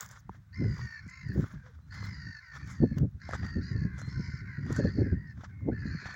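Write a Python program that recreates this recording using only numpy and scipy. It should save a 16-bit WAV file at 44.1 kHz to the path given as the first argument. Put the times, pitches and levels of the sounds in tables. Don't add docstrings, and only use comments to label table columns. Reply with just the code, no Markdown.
import sys
import numpy as np
from scipy import signal
from scipy.fft import rfft, irfft
from scipy.io import wavfile
from scipy.ndimage import uniform_filter1d

SR = 44100
rng = np.random.default_rng(int(sys.argv[2]) if len(sys.argv) > 2 else 0)


def volts(x):
    e = np.asarray(x, float) / 20
    return 10 ** e


def inscribe(sig):
    pcm = np.round(np.clip(np.atleast_2d(sig).T, -1, 1) * 32767)
    wavfile.write(sys.argv[1], SR, pcm.astype(np.int16))


N = 271215

# (frequency [Hz], level [dB])
THROAT = [(700, -38.5), (1050, -13), (1500, -1), (1800, -1), (2250, -4), (2750, -17), (3400, -41),
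          (4000, -20.5), (4500, -13), (5200, -20), (5800, -22), (6800, -25.5), (8000, -51.5), (10000, -68)]
PARTIALS_DB = [-1, 4.5, -4, -10, 2.5, -4, -3, -2, -3]
RATTLE_HZ, RATTLE_DEPTH, WAVER = 62, .62, -.016
SECOND_HZ, SECOND_DEPTH = 260, .4
BREATH_DB = -5
DIVE_S, BEAK_LAG_DB, BEAK_OPENS_S, BEAK_SHUTS_DB_S = .09, 8, .025, 16

# (start [s], length [s], top pitch [Hz], level [dB], beak opening [dB])
QUICK = [
    (.52, 0.5, 1060, -52.5, 9),
    (3.195, 0.42, 1056, -55.5, 11),
    (3.59, 0.14, 839, -58.5, 14.5),
    (5.7, 0.27, 898, -53, -6),
]
SLOW = [
    (1.9, 0.51, 1029, -54, 11),
    (3.8, 0.35, 1036, -60, -17),
    (4.43, 0.184, 829, -56, -0.5),
    (5.97, 0.25, 872, -52, 6.5),
]
GENTLE = [(1.2, 0.17, 990, -59.5, 9), (1.4, 0.27, 860, -68.5, -4.5), (1.89, 0.207, 880, -60, 13.5),
          (4.59, .2, 975, -55, 4.5), (2.38, 0.12, 700, -65, -11.5), (2.57, 0.088, 900, -58, 4),
          (3.19, 0.23, 803, -61.5, 11.5), (5.48, 0.074, 790, -65, -23), (4.07, 0.23, 1066, -58.5, 19),
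          (4.72, 0.18, 895, -55, 10), (2.91, 0.087, 1070, -63.5, 4), (4.98, .17, 840, -55.5, -7),
          (5.25, 0.089, 1046, -73.5, 22), (4.28, .11, 1040, -62, 20), (5.49, .24, 1100, -64, -24)]
ARCHING = [
    (3.61, 0.15, 995, -58.5, 16.5),
    (1.07, 0.273, 1060, -52, 4.5),
    (5.13, .21, 960, -56, -8.5),
    (5.84, 0.25, 883, -57, 14),
]
DIVING = [
    (2.4, 0.18, 1070, -55, 3),
    (2.67, .3, 1090, -59, 9),
    (3.66, 0.36, 1040, -55, -2),
    (4.44, 0.17, 1130, -49.5, -4),
]
LEVEL = [(.72, 0.39, 1146, -60, 9), (2.1, 0.53, 790, -68, 13.5), (2.5, 0.24, 1157, -59.5, 8),
         (1.08, .17, 1340, -63, 17), (3.74, .14, 920, -63, 14), (4.74, .3, 920, -62, 14),
         (4.18, 0.25, 1081, -55, 9.5), (4.12, 0.33, 761, -61.5, 3), (4.88, .28, 1042, -59.5, 4.5),
         (5.76, 0.28, 968, -55, 3), (5.9, 0.32, 1202, -54, 1)]
MANNERS = [
    (QUICK, dict(climb_s=.05, climb_hz=300, dive_hz=45, sag_hz_s=300, droop_hz_s2=50,
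                 swell_db_s=8, hoarse=.26)),
    (ARCHING, dict(climb_s=.09, climb_hz=80, dive_hz=3, sag_hz_s=30, droop_hz_s2=8000,
                   swell_db_s=-3, hoarse=.25)),
    (SLOW, dict(climb_s=.15, climb_hz=95, dive_hz=5, sag_hz_s=330, droop_hz_s2=400,
                swell_db_s=8, hoarse=.3)),
    (GENTLE, dict(climb_s=.045, climb_hz=15, dive_hz=5, sag_hz_s=370, droop_hz_s2=50,
                  swell_db_s=15, hoarse=.28)),
    (DIVING, dict(climb_s=.015, climb_hz=5, dive_hz=220, sag_hz_s=120, droop_hz_s2=50,
                  swell_db_s=-6, hoarse=.22)),
    (LEVEL, dict(climb_s=.06, climb_hz=40, dive_hz=5, sag_hz_s=60, droop_hz_s2=200,
                 swell_db_s=3, hoarse=.65))]

# (time [s], peak level [dB], strongest partial [Hz])
CHATTER = [(4.148, -52, 1450), (4.19, -53, 1440), (4.235, -52, 1404), (4.315, -47, 1460), (4.34, -49, 1400),
           (4.364, -46, 1397), (4.39, -49, 1420), (4.434, -42, 1473), (4.475, -50, 1600),
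           (4.525, -51, 1550), (4.555, -50, 1586)]
# (time [s], peak level [dB], strongest partial [Hz])
CHUCKLE = [
    (4.7558, -40, 1500),
    (4.7762, -42, 1590),
    (4.7962, -41, 1730),
    (4.8175, -40, 1735),
    (4.8583, -38.5, 1774),
    (4.878, -38, 1750),
]
NOTE_S, NOTE_DB = 0.024, -7
# (time [s], level [dB])
COLONY = [(0, -52), (.24, -70), (.36, -62), (.43, -84), (.58, -54), (1.44, -53), (1.64, -66), (1.87, -83),
          (1.92, -51), (2.55, -52), (3.0, -62), (3.15, -87), (3.22, -51), (5.05, -52), (5.36, -72),
          (5.5, -63), (5.68, -67), (5.79, -50)]
# (start [s],
# end [s], start pitch [Hz], end pitch [Hz], level [dB])
PEEPS = [
    (1.49, 1.58, 616, 595, -71),
    (1.63, 1.724, 536, 475, -63.5),
    (1.812, 1.88, 4070, 4130, -81),
    (4.0, 4.12, 4120, 4220, -58.5),
    (4.09, 4.32, 1060, 940, -63),
    (3.63, 3.97, 1110, 1060, -66),
    (5.488, 5.51, 1600, 1560, -60),
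    (5.52, 5.56, 800, 760, -74),
]

# (frequency [Hz], level [dB per Hz])
WIND_SPECTRUM = [(15, -50), (25, -49), (63, 3.5), (147, 3), (315, -6.5), (393, -23.5), (506, -25),
                 (632, -37.5), (895, -67), (1100, -85.5), (1430, -61), (2420, -120)]
# (time [s], peak level [dB], rise [s], fall [s])
GUSTS = [(0, -51.5, .1, 0.57), (0.262, -47.5, 0.069, 0.67), (0.648, -24, 0.088, 0.15),
         (0.859, -38, 0.28, 0.06), (1.08, -42, 0.16, 0.096), (1.25, -43, 0.035, 0.28),
         (1.381, -26.5, 0.13, 0.056), (1.436, -27, 0.16, 0.013), (1.545, -40, 0.12, 0.16),
         (1.86, -49, 0.67, 0.35), (2.02, -40.5, 0.21, 0.25), (2.14, -41.5, 0.24, 0.23),
         (2.292, -41, 0.26, 0.073), (2.622, -37.5, 0.12, 0.7), (2.838, -20.5, 0.025, 0.045),
         (3.044, -28, 0.26, 0.054), (3.45, -32.5, 0.21, 0.048), (3.579, -26.5, 0.045, 0.07),
         (3.77, -35.5, 0.88, 0.9), (4.18, -34.5, 0.16, 0.29), (4.441, -37.5, 0.27, 0.28),
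         (4.59, -36, 0.0155, 0.22), (4.71, -31.5, 0.018, 0.019), (4.854, -29.5, 0.27, 0.16),
         (5.02, -30.5, 0.12, 0.022), (5.138, -34, 0.51, 0.29), (5.39, -38.5, 0.1, 0.038),
         (5.679, -33, 0.25, 0.26), (5.948, -33.5, 0.42, 0.061), (6.059, -42.5, 0.02, 0.18)]
CALM_DB, SHARP_AT_DB, SHARP_PER_DB = -67, -29, 1
# (time [s], added sharpness [dB])
SLAPS = [(.65, -1), (1.388, 4.5), (2.2, -10), (2.84, 3.5), (3.25, 2), (4.69, 15.5), (4.802, 12.5),
         (4.854, 8), (4.985, 11), (5.07, 6), (5.125, 2), (3.85, 0.5), (4.2, -0.5), (5.02, 2.5), (5.53, 2),
         (5.685, 18), (5.726, 8), (5.62, 4), (6.03, 37)]
SLAP_S = 0.027
# (time [s], peak level [dB], swing [Hz])
THUMPS = [(0.614, -19, 222), (0.649, -16, 101.3), (0.678, -21, 112), (1.064, -34, 183), (1.261, -31, 117),
          (1.292, -22.5, 125), (1.351, -19.5, 160.5), (1.374, -22, 115), (1.39, -18.5, 157),
          (1.428, -23, 116), (1.539, -33, 159), (2.127, -39.5, 172), (2.268, -32.5, 144), (2.803, -14, 153),
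          (2.83, -17.5, 142), (2.913, -22, 168), (2.968, -20.5, 177), (3.027, -23.5, 174), (3.147, -31, 92),
          (3.559, -20.5, 172.5), (3.712, -25, 152), (3.75, -22.5, 125), (3.784, -26.5, 91),
          (3.816, -22.5, 153), (3.85, -18.5, 180), (4.077, -22, 142), (4.195, -21, 190),
          (4.283, -26.5, 117), (4.337, -27, 126), (4.581, -27.5, 147), (4.658, -29, 172),
          (4.697, -25.5, 136), (4.719, -21.5, 140), (4.786, -17, 176), (4.846, -14, 201), (4.87, -20, 112),
          (4.947, -29, 161), (4.978, -23, 140), (5.015, -16, 148), (5.062, -24.5, 221), (5.12, -19, 91),
          (5.168, -26, 116), (5.652, -27, 175), (5.68, -22.5, 226), (5.722, -22.5, 132), (5.782, -30.5, 92),
          (5.855, -22.5, 202), (5.909, -30, 123), (5.948, -24.5, 182), (6.022, -43, 109)]
THUMP_TURNS, THUMP_DB, THUMP_SAG = 0.61, -3, 0.15

# (frequency [Hz], level [dB per Hz])
GRIT = [(1470, -37), (2500, -46), (2770, -12), (4080, -10), (4430, -4), (5880, 3.5), (6430, 6.5),
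        (7590, 1.5), (8480, -15.5), (10100, -8.5), (13000, -19.5)]
# (frequency [Hz], level [dB])
COARSE = [(450, -8), (700, -10.5), (1000, 1), (1500, 6), (2100, -3.5), (2700, -19.5), (3500, -8.5),
          (4200, -16.5), (5800, -11.5), (7500, -21.5), (8500, -45)]
# (time
# [s], length [s], coarse stones [dB], fine grit [dB], finest dust [dB])
STEPS = [(0.019, 0.055, -45, -63.5, -48.5), (0.117, 0.085, -54, -76.5, -69.5),
         (0.342, 0.063, -59.5, -97, -80), (0.784, 0.17, -54, -75.5, -71), (1.093, 0.034, -78, -71.5, -88),
         (1.404, 0.15, -54, -77.5, -66), (1.437, 0.048, -59, -75, -68), (1.517, 0.054, -57, -93, -84),
         (1.682, 0.11, -61.5, -108, -92), (1.95, 0.078, -54.5, -76, -80.5),
         (2.046, 0.087, -48.5, -74, -66.5), (2.564, 0.063, -51, -78.5, -72.5),
         (2.711, 0.1, -51, -71.5, -76), (2.984, 0.039, -55, -85, -90), (3.298, 0.067, -50, -83, -86),
         (3.34, 0.036, -41.5, -71, -84), (3.45, 0.11, -53.5, -88, -78), (4.002, 0.098, -53.5, -80.5, -97),
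         (4.08, 0.071, -55.5, -81.5, -99), (4.717, 0.079, -49, -80, -80), (4.765, 0.052, -48, -73, -81),
         (4.847, 0.15, -57, -101, -90), (5.422, 0.082, -57.5, -100, -86), (5.445, 0.017, -50, -92, -90),
         (6.073, 0.12, -49.5, -85, -84)]
PRESS_SHARE, STONES_LINGER, DUST_REST_DB = 0.8, 1.19, -86
# (time [s], peak level [dB], ring [Hz], treble [dB])
DRY = [(.008, -41, 1540, -26), (0.061, -49, 1680, -40.5), (0.089, -53, 1380, -44.5),
       (0.112, -42, 1540, -45), (1.287, -63, 1760, -52.5), (1.378, -37, 760, -53), (1.94, -45, 1970, -56.5),
       (2.028, -31.5, 1110, -71), (2.561, -38, 1390, -65), (2.674, -57, 1360, -49.5),
       (2.983, -36, 1340, -40), (6.057, -27.5, 1810, -62)]
# (time [s], peak level [dB], ring
# [Hz], treble [dB])
DULL = [(0.294, -23.5, 910, -62), (0.347, -44, 1620, -69), (0.643, -33, 1770, -56.5),
        (0.768, -38, 1150, -60), (2.984, -43, 2900, -60), (3.03, -52, 1500, -80), (3.327, -28, 1700, -55),
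        (1.664, -41.5, 1640, -79), (1.789, -49, 1220, -83), (2.135, -45, 1050, -73),
        (3.291, -21.5, 660, -46), (3.31, -27.5, 1700, -46), (3.334, -18.5, 1320, -48),
        (3.342, -26.5, 1520, -55), (3.351, -25, 920, -55), (.792, -32, 1020, -59),
        (1.441, -29.5, 1400, -61), (1.556, -52, 1620, -74), (6.088, -34, 765, -65), (3.431, -29, 1770, -67),
        (3.465, -39, 1970, -52), (3.988, -36.5, 1460, -46), (4.016, -31, 1420, -43.5),
        (4.664, -35.5, 1810, -52.5), (4.726, -36, 925, -34), (4.763, -32, 1580, -32.5),
        (5.378, -44, 1530, -85), (5.408, -40, 1170, -62), (5.436, -32, 680, -60), (5.607, -47, 1110, -72),
        (3.981, -46, 1400, -49), (3.996, -46, 1500, -47), (1.078, -62, 1900, -50), (1.099, -62, 1900, -50),
        (6.141, -38, 1700, -48)]
DRY_TOP_DB, DULL_TOP_DB = -3, -21
PORT_HZ = 15400

# (frequency [Hz], level [dB per Hz])
HISS = [(500, -112), (1000, -110), (1600, -107), (2500, -120), (3200, -122), (3700, -118), (4400, -122),
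        (6000, -121), (7500, -126), (8500, -129), (10500, -131), (13000, -133), (15000, -127),
        (16000, -128)]


def read(points, hz):
    p = np.array(points)
    return np.interp(np.log(hz), np.log(p[:, 0]), p[:, 1])


def unit(x):
    return x / np.sqrt(np.mean(x ** 2))


def colour(x, points):
    hz = np.arange(1, 2050) * SR / 4096
    below = np.maximum(np.log2(points[0][0] / hz), 0)
    db = read(points, hz) - 30 * below - 60 * (hz > points[-1][0])
    cep = irfft(db * np.log(10) / 20)
    cep[1:2048] *= 2
    cep[2049:] = 0
    response = irfft(np.exp(rfft(cep)))[:2048]
    return signal.fftconvolve(x, response)[:len(x)]


def band(x, hz, octaves):
    edges = hz * 2 ** (np.array([-.5, .5]) * octaves)
    return signal.sosfilt(signal.butter(3, edges, "band", fs=SR, output="sos"), x)


def walk(rate, size=N):
    k = max(int(SR / rate), 1)
    held = np.repeat(rng.standard_normal(size // k + 1), k)
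    return 1.3 * uniform_filter1d(uniform_filter1d(held, k), k)[:size]


def swells(s, db, rise, fall, rest_db):
    t = np.arange(0, N, 32) / SR
    power = volts(2 * rest_db)
    for s0, peak, up, down in zip(s, db, rise, fall):
        power = power + volts(2 * (peak - 20 * np.maximum((s0 - t) / up, (t - s0) / down)))
    return np.interp(np.arange(N) / SR, t, 10 * np.log10(power))


def gulls():
    near = np.zeros(N)
    for rows, manner in MANNERS:
        for s, *row in rows:
            start = int(s * SR)
            sound = cry(*row, **manner)[:N - start]
            near[start:][:len(sound)] += sound
    n = int(NOTE_S * SR)
    for s, db, hz in CHATTER + CHUCKLE:
        note = np.hanning(n) * voice(np.full(n, hz / 2), -6.0, 0.22)
        near[int(s * SR):][:n] += volts(db + NOTE_DB) * note
    crowd = 0
    for hz in (700, 800, 910, 1020):
        crowd = crowd + volts(3 * walk(4)) * voice(hz * (1 + .07 * walk(5)), -5., .5)
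    colony_s, colony_db = np.transpose(COLONY)
    crowd_db = np.interp(np.arange(N) / SR, colony_s, colony_db) - 9
    out = colour(near, THROAT) + volts(crowd_db) * unit(colour(crowd, THROAT))
    t = np.arange(SR // 8) / SR
    echo = rng.standard_normal(len(t)) * np.exp(-np.log(1000) * t / .1)
    return out + volts(-32) * signal.fftconvolve(out, echo)[:N]


def cry(length, hz, db, beak_db, climb_s, climb_hz, dive_hz, sag_hz_s, droop_hz_s2, swell_db_s, hoarse):
    t = np.arange(int(length * SR)) / SR
    after = np.maximum(t - climb_s, 0)
    hz = hz - climb_hz * np.maximum(1 - t / climb_s, 0) ** 2
    hz = hz - dive_hz * (1 - np.exp(-after / DIVE_S))
    hz = hz - sag_hz_s * after - droop_hz_s2 * after ** 2
    beak_db = beak_db - BEAK_LAG_DB * np.exp(-t / BEAK_OPENS_S) - BEAK_SHUTS_DB_S * after
    edges = signal.windows.tukey(len(t), .055 / length)
    return volts(db + swell_db_s * t) * voice(hz, beak_db, hoarse) * edges


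def voice(hz, beak_db, hoarse):
    n = len(hz)
    rattle_hz = RATTLE_HZ * (1 + .1 * rng.standard_normal() + .11 * walk(35, n))
    rattle = 2 * np.pi * (np.cumsum(rattle_hz) / SR + rng.random())
    second = 2 * np.pi * np.cumsum(SECOND_HZ * (1 + .2 * walk(12, n) + .25 * walk(150, n))) / SR
    waver = WAVER * np.sin(rattle) + .045 * hoarse * walk(120, n) + .006 * walk(25, n)
    turn = 2 * np.pi * np.cumsum(hz * (1 + waver)) / SR
    hoarse = hoarse + (.9 - hoarse) * np.exp(-np.arange(n) / (.018 * SR))
    air = rng.standard_normal(n)
    breath = band(air, 1700, 1.8)
    breath = breath + volts(beak_db + 2) * band(air, 5600, 1.3)
    breath = breath + volts(beak_db + 11) * band(air, 4650, .3)
    out = volts(BREATH_DB) * hoarse * breath
    for k, db in enumerate(PARTIALS_DB, 1):
        share = np.minimum(hoarse * (.5 + .14 * k), 1)
        smear_hz = 140 + 120 * k
        blur = 1 - share + share * (walk(smear_hz, n) + 1j * walk(smear_hz, n))
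        open_db = beak_db * np.clip((k * hz - 2300) / 1200, 0, 1)
        level = volts(db + open_db + .2 * k * walk(15, n))
        out = out + level * np.imag(blur * np.exp(1j * k * turn))
    chop = (1 + RATTLE_DEPTH * np.cos(rattle)) * (1 + SECOND_DEPTH * np.cos(second))
    return out * chop * volts(.8 * walk(60, n))


def peeps():
    out = np.zeros(N)
    for s0, s1, hz0, hz1, db in PEEPS:
        a, b = int(s0 * SR), int(s1 * SR)
        hz = np.linspace(hz0, hz1, b - a) + 25 * walk(93, b - a)
        tone = np.sin(2 * np.pi * np.cumsum(hz) / SR)
        out[a:b] += volts(db) * tone * signal.windows.tukey(b - a, .4)
    return out


def gravel():
    s, length, coarse_db, grit_db, dust_db = np.transpose(STEPS)
    press = PRESS_SHARE * length
    coarse_db = swells(s, coarse_db, press, STONES_LINGER * length, -100)
    grit_db = swells(s, grit_db, press, length, -108)
    dust_db = swells(s, dust_db, press, length, DUST_REST_DB)
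    fine, rough = [rng.standard_normal(N) * volts(2.4 * rng.exponential(size=N)) * volts(3.5 * walk(90))
                   for _ in range(2)]
    grit, crunch = unit(colour(fine, GRIT)), 0
    for hz in 2600 * 2 ** np.arange(0, 2.5, .4):
        crunch = crunch + volts(4.0 * walk(45)) * band(grit, hz, .4)
    out = volts(grit_db + 13.0) * crunch
    out += volts(dust_db - 5.0) * unit(band(fine, PORT_HZ, 0.12))
    out += volts(coarse_db + 1.5) * unit(colour(rough, COARSE))
    return out + stones()


def stones():
    out, treble_ticks, top_ticks = np.zeros((3, N))
    t = np.arange(SR // 20) / SR
    shape = (1 - np.exp(-t / 0.00061)) * np.exp(-np.log(1000) * t / 0.01)
    for rows, top_db in [(DRY, DRY_TOP_DB), (DULL, DULL_TOP_DB)]:
        for s, db, hz, treble_db in rows:
            a = int(s * SR)
            knock = np.sin(2 * np.pi * hz * t) + 0.62 * np.sin(2 * np.pi * 0.41 * hz * t)
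            knock = (volts(db) * knock * shape)[:N - a]
            out[a:a + len(knock)] += knock
            tick = rng.standard_normal(150) * np.exp(-np.arange(150) / 113.0)
            treble_ticks[a:a + 150] += volts(treble_db - 1.0) * tick
            top_ticks[a:a + 150] += volts(treble_db + top_db) * tick
    return out + colour(treble_ticks, GRIT) + band(top_ticks, PORT_HZ, 0.11)


def thumps():
    out = np.zeros(N)
    for s, db, hz in THUMPS:
        start = int(s * SR)
        turns = np.arange(min(int(8 * SR / hz), N - start)) * hz / SR
        u = turns / THUMP_TURNS
        swing = np.sin(2 * np.pi * turns ** (1 - THUMP_SAG / 2))
        out[start:][:len(u)] += volts(db + THUMP_DB) * u * np.exp(1 - u) * swing
    return out


def wind():
    gust_db = swells(*np.transpose(GUSTS), CALM_DB)
    t = np.arange(N) / SR
    slap_db = sum(db * np.exp(-((t - s) / SLAP_S) ** 2) for s, db in SLAPS)
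    sharp_db = SHARP_PER_DB * (gust_db - SHARP_AT_DB) + slap_db - 3.5
    s, db, _ = np.transpose(THUMPS)
    eddy_db = swells(s + 0.0075, db, 0.014 + 0 * s, 0.042 + 0 * s, -69.5)
    flare_db = np.clip(eddy_db - gust_db - 10, -7, 4)
    out, throb = 0, walk(36)
    for hz in 30 * 2 ** np.arange(0, 5.4, .5):
        reach = np.clip(np.log2(hz / 130) / 1.308, 0, 2.0)
        flutter_db = (2 + 1.2 * reach) * throb + 1.5 * walk(12)
        flutter_db = flutter_db + np.minimum(reach + .3, 1.3) * flare_db
        db = read(WIND_SPECTRUM, hz) + reach * (sharp_db + 8.5) + flutter_db
        out = out + volts(db) * band(rng.standard_normal(N), hz, 0.54)
    return volts(gust_db + 20.5) * out


def hiss():
    return np.sqrt(SR / 2) * colour(rng.standard_normal(N), HISS)


def scene():
    return (gulls() + peeps() + gravel() + thumps() + wind() + hiss())[None]


def top_cut(x):
    return signal.sosfilt(signal.butter(12, 16660, fs=SR, output="sos"), x)


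def record(dry):
    return top_cut(dry)


dry = scene()
out = record(dry)
inscribe(out)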